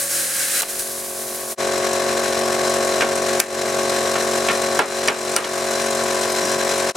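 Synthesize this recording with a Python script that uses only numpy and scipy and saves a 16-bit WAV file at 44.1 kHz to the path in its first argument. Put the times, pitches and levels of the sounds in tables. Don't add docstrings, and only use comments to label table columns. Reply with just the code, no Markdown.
import sys
import numpy as np
from scipy import signal
from scipy.fft import rfft, irfft
from scipy.io import wavfile
from scipy.ndimage import uniform_filter1d, minimum_filter1d

SR = 44100
rng = np.random.default_rng(int(sys.argv[2]) if len(sys.argv) > 2 else 0)


def output_pcm(signal):
    pcm = np.clip(np.atleast_2d(signal).T, -1, 1) * 32767
    wavfile.write(sys.argv[1], SR, np.round(pcm).astype(np.int16))


N = 306936
TIME = np.arange(N) / SR
HZ = np.maximum(np.arange(N // 2 + 1) * SR / N, 1)
SIDES = np.array([[1], [-1]])
STROKE_HZ = 45.8
ARC_OUT_S = .612
NEAR_FROM_S = 1.56

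# start_s, crack_db, crack_hz, ping_against_crack_db, ring_db, first_hz, second_hz
BLOWS = [(3.0075, -17, 1800, -24, -17, 2260, 1570), (3.02, -19, 1900, -24, -16.5, 1560, 2260),
         (3.4005, 3.5, 6700, -30, -8, 1570, 2340), (4.155, -20, 1800, -20, -23, 1400, 1810),
         (4.4855, -17, 2000, -30, -16, 2260, 2600), (4.498, -20, 1900, -28, -15, 1810, 2170),
         (4.7908, -14.5, 5800, -4, -19, 3270, 7600), (4.7918, -9, 1200, -22, -11, 1180, 1390),
         (4.796, -16, 2400, -22, -14, 1250, 2620), (5.0755, -16, 5800, -9, -22, 4850, 7600),
         (5.082, -9.5, 1900, -28, -10, 1810, 2420), (5.085, -16, 5000, -26, -10, 5710, 2170),
         (5.3633, -5.5, 6400, -7, -11, 1390, 5850), (5.37, -16, 2600, -22, -16, 1390, 2940),
         (5.4425, -17, 2920, -28, -20, 2940, 3270)]


def from_db(db):
    return 10 ** (np.asarray(db) / 20)


def rms_one(x):
    return x / np.sqrt(np.mean(x ** 2) + 1e-20)


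def in_time(rows):
    s, *columns = np.transpose(rows)
    return [np.interp(TIME, s, column) for column in columns]


def at_hz(points, hz):
    f, value = np.transpose(points)
    return np.interp(np.log(hz), np.log(f), value)


def drift(corner_hz):
    lowpass = 1 / (1 + (HZ / corner_hz) ** 2)
    return rms_one(irfft(rfft(rng.standard_normal(N)) * lowpass, N))


def colour(x, spectrum, resonances=()):
    db = at_hz(spectrum, HZ)
    for hz, width_hz, lift_db in resonances:
        db = db + lift_db / (1 + (2 * (HZ - hz) / width_hz) ** 2)
    return rms_one(irfft(rfft(x) * from_db(db), N))


def spread(pair):
    # pitch_hz, likeness
    likeness = [(30, 0.46), (100, 0.65), (300, 1), (600, 0.8), (1200, 0.68), (8000, 0.85), (14000, 0.6)]
    alike = np.clip(at_hz(likeness, HZ), 0, .999)
    mid, side = rfft(pair)
    return irfft(np.sqrt((1 + alike) / 2) * mid + np.sqrt((1 - alike) / 2) * side * SIDES, N)


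def noise():
    return spread(rng.standard_normal((2, N)))


def burst(white, s, decay_s, hz, width):
    band = signal.butter(2, [hz / width, min(hz * width, .45 * SR)], "band", fs=SR, output="sos")
    start, out = int(s * SR), np.zeros((2, N))
    part = white[:, start:start + SR // 3]
    dying = part * np.exp(-np.arange(part.shape[1]) / SR / decay_s)
    steady_rms = signal.sosfilt(band, part).std()
    out[:, start:start + SR // 3] = signal.sosfilt(band, dying) / steady_rms
    return out


def ring(clicks, hz, t60):
    r, w = from_db(-60 / (t60 * SR)), 2 * np.pi * hz / SR
    return signal.lfilter([0, np.sin(w)], [1, -2 * r * np.cos(w), r * r], clicks + 1e-18)


def compressor(rumble_db=-11, buzz_db=-3.5, uneven_db=1.4, jitter_turns=0.00021, wobble_db=0.46, sputter_db=-11):
    # pitch_hz, density_db (per Hz)
    rumble = [(25, -21), (60, -16), (120, -9), (200, -4), (320, -4), (620, 6), (900, -8.5), (3000, -65)]
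    # pitch_hz, density_db (per Hz)
    pump_hiss = [(530, -28), (900, -10), (1120, -6), (1210, -10), (1560, -3.5), (1800, -7.5), (2890, -12.5),
                 (3300, -15.5), (4040, -10.5), (4440, -16.5), (7410, -12.3), (12500, -22.7), (15500, -40)]
    # pitch_hz, width_hz, lift_db
    pump_head = [(4075, 120, 6), (5400, 1200, 5), (7530, 120, 4), (10400, 90, 7), (11200, 590, -4)]
    # pitch_hz, left_minus_right_db
    balance = [(250, -1.2), (600, 1.6), (1200, 3.1), (2400, 3.6), (6000, 1.9), (15000, 2.3)]
    far_lag_turns = .15
    turn = STROKE_HZ * TIME + jitter_turns * drift(11) - far_lag_turns * (TIME < NEAR_FROM_S)
    chug_db, hiss_db = pump_levels()
    housing = colour(noise() * stroke(turn, peak_at=0.71, depth_db=-1.5), rumble)
    low = chug(turn) * from_db(wobble_db * drift(20)) + from_db(rumble_db) * housing
    puffs = stroke(turn, peak_at=0.75, depth_db=1.4) * from_db(uneven_db * drift(57))
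    hiss = colour((noise() + from_db(buzz_db) * valve_buzz(turn)) * puffs, pump_hiss, pump_head)
    hiss = hiss + from_db(sputter_db) * sputter(turn)
    pump = from_db(chug_db) * low + from_db(hiss_db) * hiss
    pump = pump * (TIME > ARC_OUT_S)
    return irfft(rfft(pump) * from_db(SIDES * at_hz(balance, HZ) / 2), N)


def pump_levels():
    # start_s, level_db
    near_chug = [(1.58, -23), (1.85, -21.2), (2.8, -20.3), (4.5, -20.8), (5.5, -23.4), (6.1, -22),
                 (6.9, -21.6)]
    far_db, far_start_db, far_swell_s, far_hiss_db = -29, -22, .66, -5.5
    hiss_base_db, follow_share, rise_db_per_s = -25.6, .5, .3
    far = far_db + far_start_db * np.exp(-TIME / far_swell_s)
    near, = in_time(near_chug)
    hiss = hiss_base_db + follow_share * (near - near.mean()) + rise_db_per_s * (TIME - NEAR_FROM_S)
    return np.where(TIME < NEAR_FROM_S, [far, far + far_hiss_db], [near, hiss])


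def stroke(turn, peak_at, depth_db):
    return from_db(depth_db * np.tanh(2 * np.cos(2 * np.pi * (turn - peak_at))))


def chug(turn, ear_radians=.014, waver_db=.8, size=1024, count=30):
    # multiple_of_stroke_rate, level_db
    pump_orders = [(2, -19.5), (3, -15), (5, -5.5), (7, -12), (8, 2.5), (9, -1.5), (10, -7), (11, -13),
                   (12, 4), (14, -1), (15, -1.5), (16, -6), (18, -9), (21, -12), (22, -9), (24, -3.8),
                   (25, -8), (27, -15.5), (31, -14.5), (33, -13.5), (34, -13.5)]
    # start_s, lift_db
    rise = [(4.7, 0), (6.2, 6)]
    rising_order = 22
    orders, db = np.transpose(pump_orders)
    cycle, orders, heights = np.arange(size) / size, np.round(orders), from_db(db)
    waves = np.exp(2j * np.pi * np.outer(cycle, orders))
    partials = heights * np.exp(2j * np.pi * rng.random(len(orders)))
    swell = stroke(cycle, peak_at=.65, depth_db=4.2)
    for group in np.split(np.arange(len(orders)), [7, 13]):
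        for _ in range(count):
            even = swell * np.exp(1j * np.angle(waves[:, group] @ partials[group]))
            partials[group] = heights[group] * np.exp(1j * np.angle(even @ waves[:, group].conj()))
    leads = SIDES * ear_radians * orders * rng.choice([-1, 1], len(orders))
    out, rise_db = 0, in_time(rise)[0]
    for k, partial, lead in zip(orders, partials, leads.T):
        gain = abs(partial) * from_db(waver_db * drift(2) + rise_db * (k == rising_order))
        out = out + gain * np.cos(2 * np.pi * k * turn + np.angle(partial) + lead[:, None])
    return rms_one(out)


def valve_buzz(turn, size=960):
    cycle = np.arange(size) / size
    return spread([np.interp(turn, cycle, rng.standard_normal(size), period=1) for _ in range(2)])


def sputter(turn, opens_at=.47, decay_s=.008, uneven_db=5):
    # pitch_hz, density_db (per Hz)
    puff_colour = [(3000, -24), (6000, 0), (9500, -1), (15500, -26)]
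    number, part = np.divmod(turn - opens_at, 1)
    number = (number - number.min()).astype(int)
    strength = from_db(uneven_db * np.minimum(rng.standard_normal(number.max() + 1), 2))
    dying = np.exp(-part / STROKE_HZ / decay_s)
    return rms_one(strength[number] * dying * colour(noise(), puff_colour))


def hammer(crack_width=1.68, thud_hz=620, thud_width=2.28, thud_s=0.034, yard_db=-15, yard_s=0.039, yard_hz=1750):
    body_max_db = -2.5
    crack_s, crack_cycles = .001, 16
    echo_db, echo_s, ground_delay_s = -18, .02, .009
    thud_base_db, thud_reference_hz, thud_db_per_octave = -2.5, 1700, -5
    out, near, far = np.zeros((2, N)), noise(), noise()
    for s, db, hz, *_ in BLOWS:
        body_db = min(db, body_max_db)
        thud_db = thud_base_db + thud_db_per_octave * np.log2(hz / thud_reference_hz)
        out += from_db(db) * burst(near, s, crack_s + crack_cycles / hz, hz, crack_width)
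        out += from_db(db + echo_db) * burst(far, s + ground_delay_s, echo_s, hz, crack_width)
        out += from_db(body_db + thud_db) * burst(near, s + 0.00188, thud_s, thud_hz, thud_width)
        out += from_db(body_db + yard_db) * burst(far, s + ground_delay_s, yard_s, yard_hz, 1.5)
    return out


def ringing_steel():
    # pitch_hz, level_db, t60_s
    plate_modes = [(1130, -2, .08), (1235, -1, .06), (1390, 0, .15), (1570, -2, .11), (1810, 0, .1),
                   (2170, 0, .08), (2280, -2, .08), (2440, -1, .08), (2620, -3, .09), (2940, -3, .09),
                   (3270, -4, .06), (4850, 2, .03), (5670, 3, .025), (5880, 1, .02), (7600, 1, .03)]
    # pitch_hz, level_db, t60_s
    head_modes = [(9085, -4, .16), (9600, 0, .018)]
    dull_db_per_octave = -7
    s, db, crack_hz, ping_db, ring_db, first_hz, second_hz = np.transpose(BLOWS)
    out = np.zeros((2, N))
    for hz, mode_db, t60 in plate_modes:
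        dull_db = dull_db_per_octave * np.maximum(np.log2(hz / crack_hz), 0)
        out += strike(hz, t60, s, ring_db + mode_db + favour(hz, first_hz, second_hz) + dull_db)
    for hz, mode_db, t60 in head_modes:
        out += strike(hz, t60, s, db + ping_db + mode_db)
    return out


def strike(hz, t60, s, db):
    clicks = np.zeros((2, N))
    chance_db = rng.normal(0, 1.5, (len(s), 2)).T
    clicks[:, (s * SR).astype(int)] = rng.choice([-1, 1], len(s)) * from_db(db + chance_db)
    return ring(clicks, hz, t60)


def favour(hz, first_hz, second_hz, reach_octaves=.1, off_spot_db=-10):
    octaves = np.minimum(np.abs(np.log2(hz / first_hz)), np.abs(np.log2(hz / second_hz)))
    return off_spot_db * (1 - np.exp(-(octaves / reach_octaves) ** 2))


def loose_strip(landing_width=1.5):
    # start_s, level_db
    landings = [(6.431, -28), (6.556, -28.5)]
    # start_s, pitch_hz, level_db, t60_s
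    tinkles = [(6.29, 12830, -39, .7), (6.29, 5039, -35.5, 1.1), (6.42, 5660, -26, .3),
               (6.47, 5039, -34.5, .7), (6.49, 5670, -32, .6)]
    white, out = noise(), np.zeros((2, N))
    for s, db in landings:
        out += from_db(db) * burst(white, s, .026, 260, landing_width)
    for s, hz, db, t60 in tinkles:
        out += from_db(db) * ring(signal.unit_impulse(N, int(s * SR)), hz, t60)
    return out


def torch():
    burning = np.clip((ARC_OUT_S - TIME) / 0.0018, 0, 1)
    return cutting_jet(burning) + burning * labouring_pump() + last_spits() + cooling_air()


def cutting_jet(burning, flutter_db=0.5):
    # start_s, level_db
    arc = [(0, -18.5), (.03, -22.3), (.088, -23.5), (.112, -19.7), (.2, -19.4), (.3, -22.8), (.43, -19.2),
           (.465, -22), (.58, -18.3)]
    # pitch_hz, density_db (per Hz)
    arc_colour = [(80, -33), (130, -25), (280, -15.5), (750, -13.5), (1000, -17), (1600, -8.5),
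                  (2500, -11.3), (3400, -13.5), (5000, -9.5), (9500, -6), (12500, -10), (15800, -19)]
    # pitch_hz, width_hz, lift_db
    kerf = [(990, 80, -8), (1590, 240, 5.5), (4020, 84, 9), (8160, 210, 4.5), (9500, 540, 3.5)]
    kerf_air_db, lift_s, lift_fade_s = -12, .83, .06
    roar_band_hz, roar_start_db, roar_db_per_s = (1200, 5000), -3, 7.5
    jet = from_db(in_time(arc)[0] + flutter_db * drift(60)) * colour(noise(), arc_colour, kerf)
    band = signal.butter(2, roar_band_hz, "band", fs=SR, output="sos")
    roar_db = roar_start_db + roar_db_per_s * np.minimum(TIME, ARC_OUT_S)
    jet = jet + signal.sosfiltfilt(band, jet) * (from_db(roar_db) - 1)
    in_kerf = from_db(kerf_air_db) * (1 - np.tanh((TIME - lift_s) / lift_fade_s / 2)) / 2
    return np.maximum(burning, in_kerf) * jet


def labouring_pump():
    # start_s, stroke_rate_hz, level_db
    labour = [(0, 42.8, -36), (.14, 43, -37.5), (.28, 41.1, -41), (.4, 41.9, -40.5), (.6, 42.4, -40)]
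    # multiple_of_stroke_rate, level_db
    labour_orders = [(3, -14), (5, -14), (8, -11), (12, -10), (13, 0), (14, -8), (26, -10)]
    rate, level_db = in_time(labour)
    phase = 2 * np.pi * np.cumsum(rate + drift(20) / 10) / SR
    drone = sum(from_db(db) * np.cos(round(k) * phase) for k, db in labour_orders)
    return np.sqrt(2) * from_db(level_db + drift(20)) * drone


def last_spits(spit_width=2.56):
    # start_s, level_db, decay_s, pitch_hz
    spit_rows = [(.6095, -21, .004, 1400), (.6195, -14.5, .007, 5500), (.6195, -24, .012, 1100),
                 (.632, -21, .004, 1600), (.632, -28, .006, 500)]
    white = noise()
    return sum(from_db(db) * burst(white, s, decay_s, hz, spit_width) for s, db, decay_s, hz in spit_rows)


def cooling_air():
    # peak_s, peak_level_db, decay_s
    surge_rows = [(.626, -26, .008), (.697, -28, .045), (.795, -21.6, .038)]
    # pitch_hz, density_db (per Hz)
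    air_colour = [(880, -17), (1500, -12), (3100, -15), (4000, -11), (6700, -6.7), (10800, -3),
                  (15800, -14.5)]
    steady_db, steady_from_s, rise_s = -28.5, .68, .012
    steady = from_db(steady_db) * np.clip((TIME - steady_from_s) / rise_s, 0, 1)
    surges = 0
    for s, db, decay_s in surge_rows:
        surges = surges + from_db(db) * np.exp(-np.maximum((s - TIME) / rise_s, (TIME - s) / decay_s))
    flow = np.hypot(steady, surges) * (TIME < NEAR_FROM_S)
    return flow * from_db(1.2 * drift(20)) * colour(noise(), air_colour)


def bird(level_db=-31):
    # start_s, length_s, first_pitch_hz, last_pitch_hz
    chirps = [(2.435, .035, 4800, 6000), (2.515, .022, 6200, 4800), (2.65, .045, 4400, 5900)]
    out = np.zeros(N)
    for s, length_s, first_hz, last_hz in chirps:
        start, pitch = int(s * SR), np.linspace(first_hz, last_hz, int(length_s * SR))
        note = np.sin(2 * np.pi * np.cumsum(pitch) / SR)
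        out[start:start + len(pitch)] += np.sqrt(np.hanning(len(pitch))) * note
    return from_db(level_db) * out


def breeze(level_db=-66):
    # pitch_hz, density_db (per Hz)
    breeze_colour = [(25, 0), (400, -45)]
    return from_db(level_db) * colour(noise(), breeze_colour)


def scene():
    return compressor() + hammer() + ringing_steel() + loose_strip() + torch() + bird() + breeze()


def gain_control(x, threshold_db=-13.2, hold_s=0.063, release_s=0.094, attack_s=0.0038, size=180):
    level_db = 10 * np.log10(np.abs(uniform_filter1d(np.mean(x ** 2, axis=0), size)) + 1e-12)
    hold = 2 * int(hold_s * SR / 2) + 1
    over_db = -minimum_filter1d(-np.maximum(level_db - threshold_db, 1e-6), hold, origin=hold // 2)
    over_db = np.exp(np.maximum.accumulate(np.log(over_db) + TIME / release_s) - TIME / release_s)
    r = np.exp(-1 / (attack_s * SR))
    return x * from_db(-signal.lfilter([1 - r], [1, -r], over_db))


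def fades():
    gaps = [1.562, 6.934]
    gap_s, fade_s, gap_db = .021, .027, -33
    away = np.min([np.abs(TIME - s) for s in gaps], axis=0) - gap_s / 2
    return np.clip(away / fade_s, from_db(gap_db), 1)


def record(dry):
    wet = gain_control(dry)
    wet = .95 * wet / (1 + wet ** 4) ** (1 / 4) * fades()
    top_cut = signal.ellip(10, .1, 80, 16000, fs=SR, output="sos")
    return signal.sosfilt(top_cut, wet)


dry = scene()
out = record(dry)
output_pcm(out)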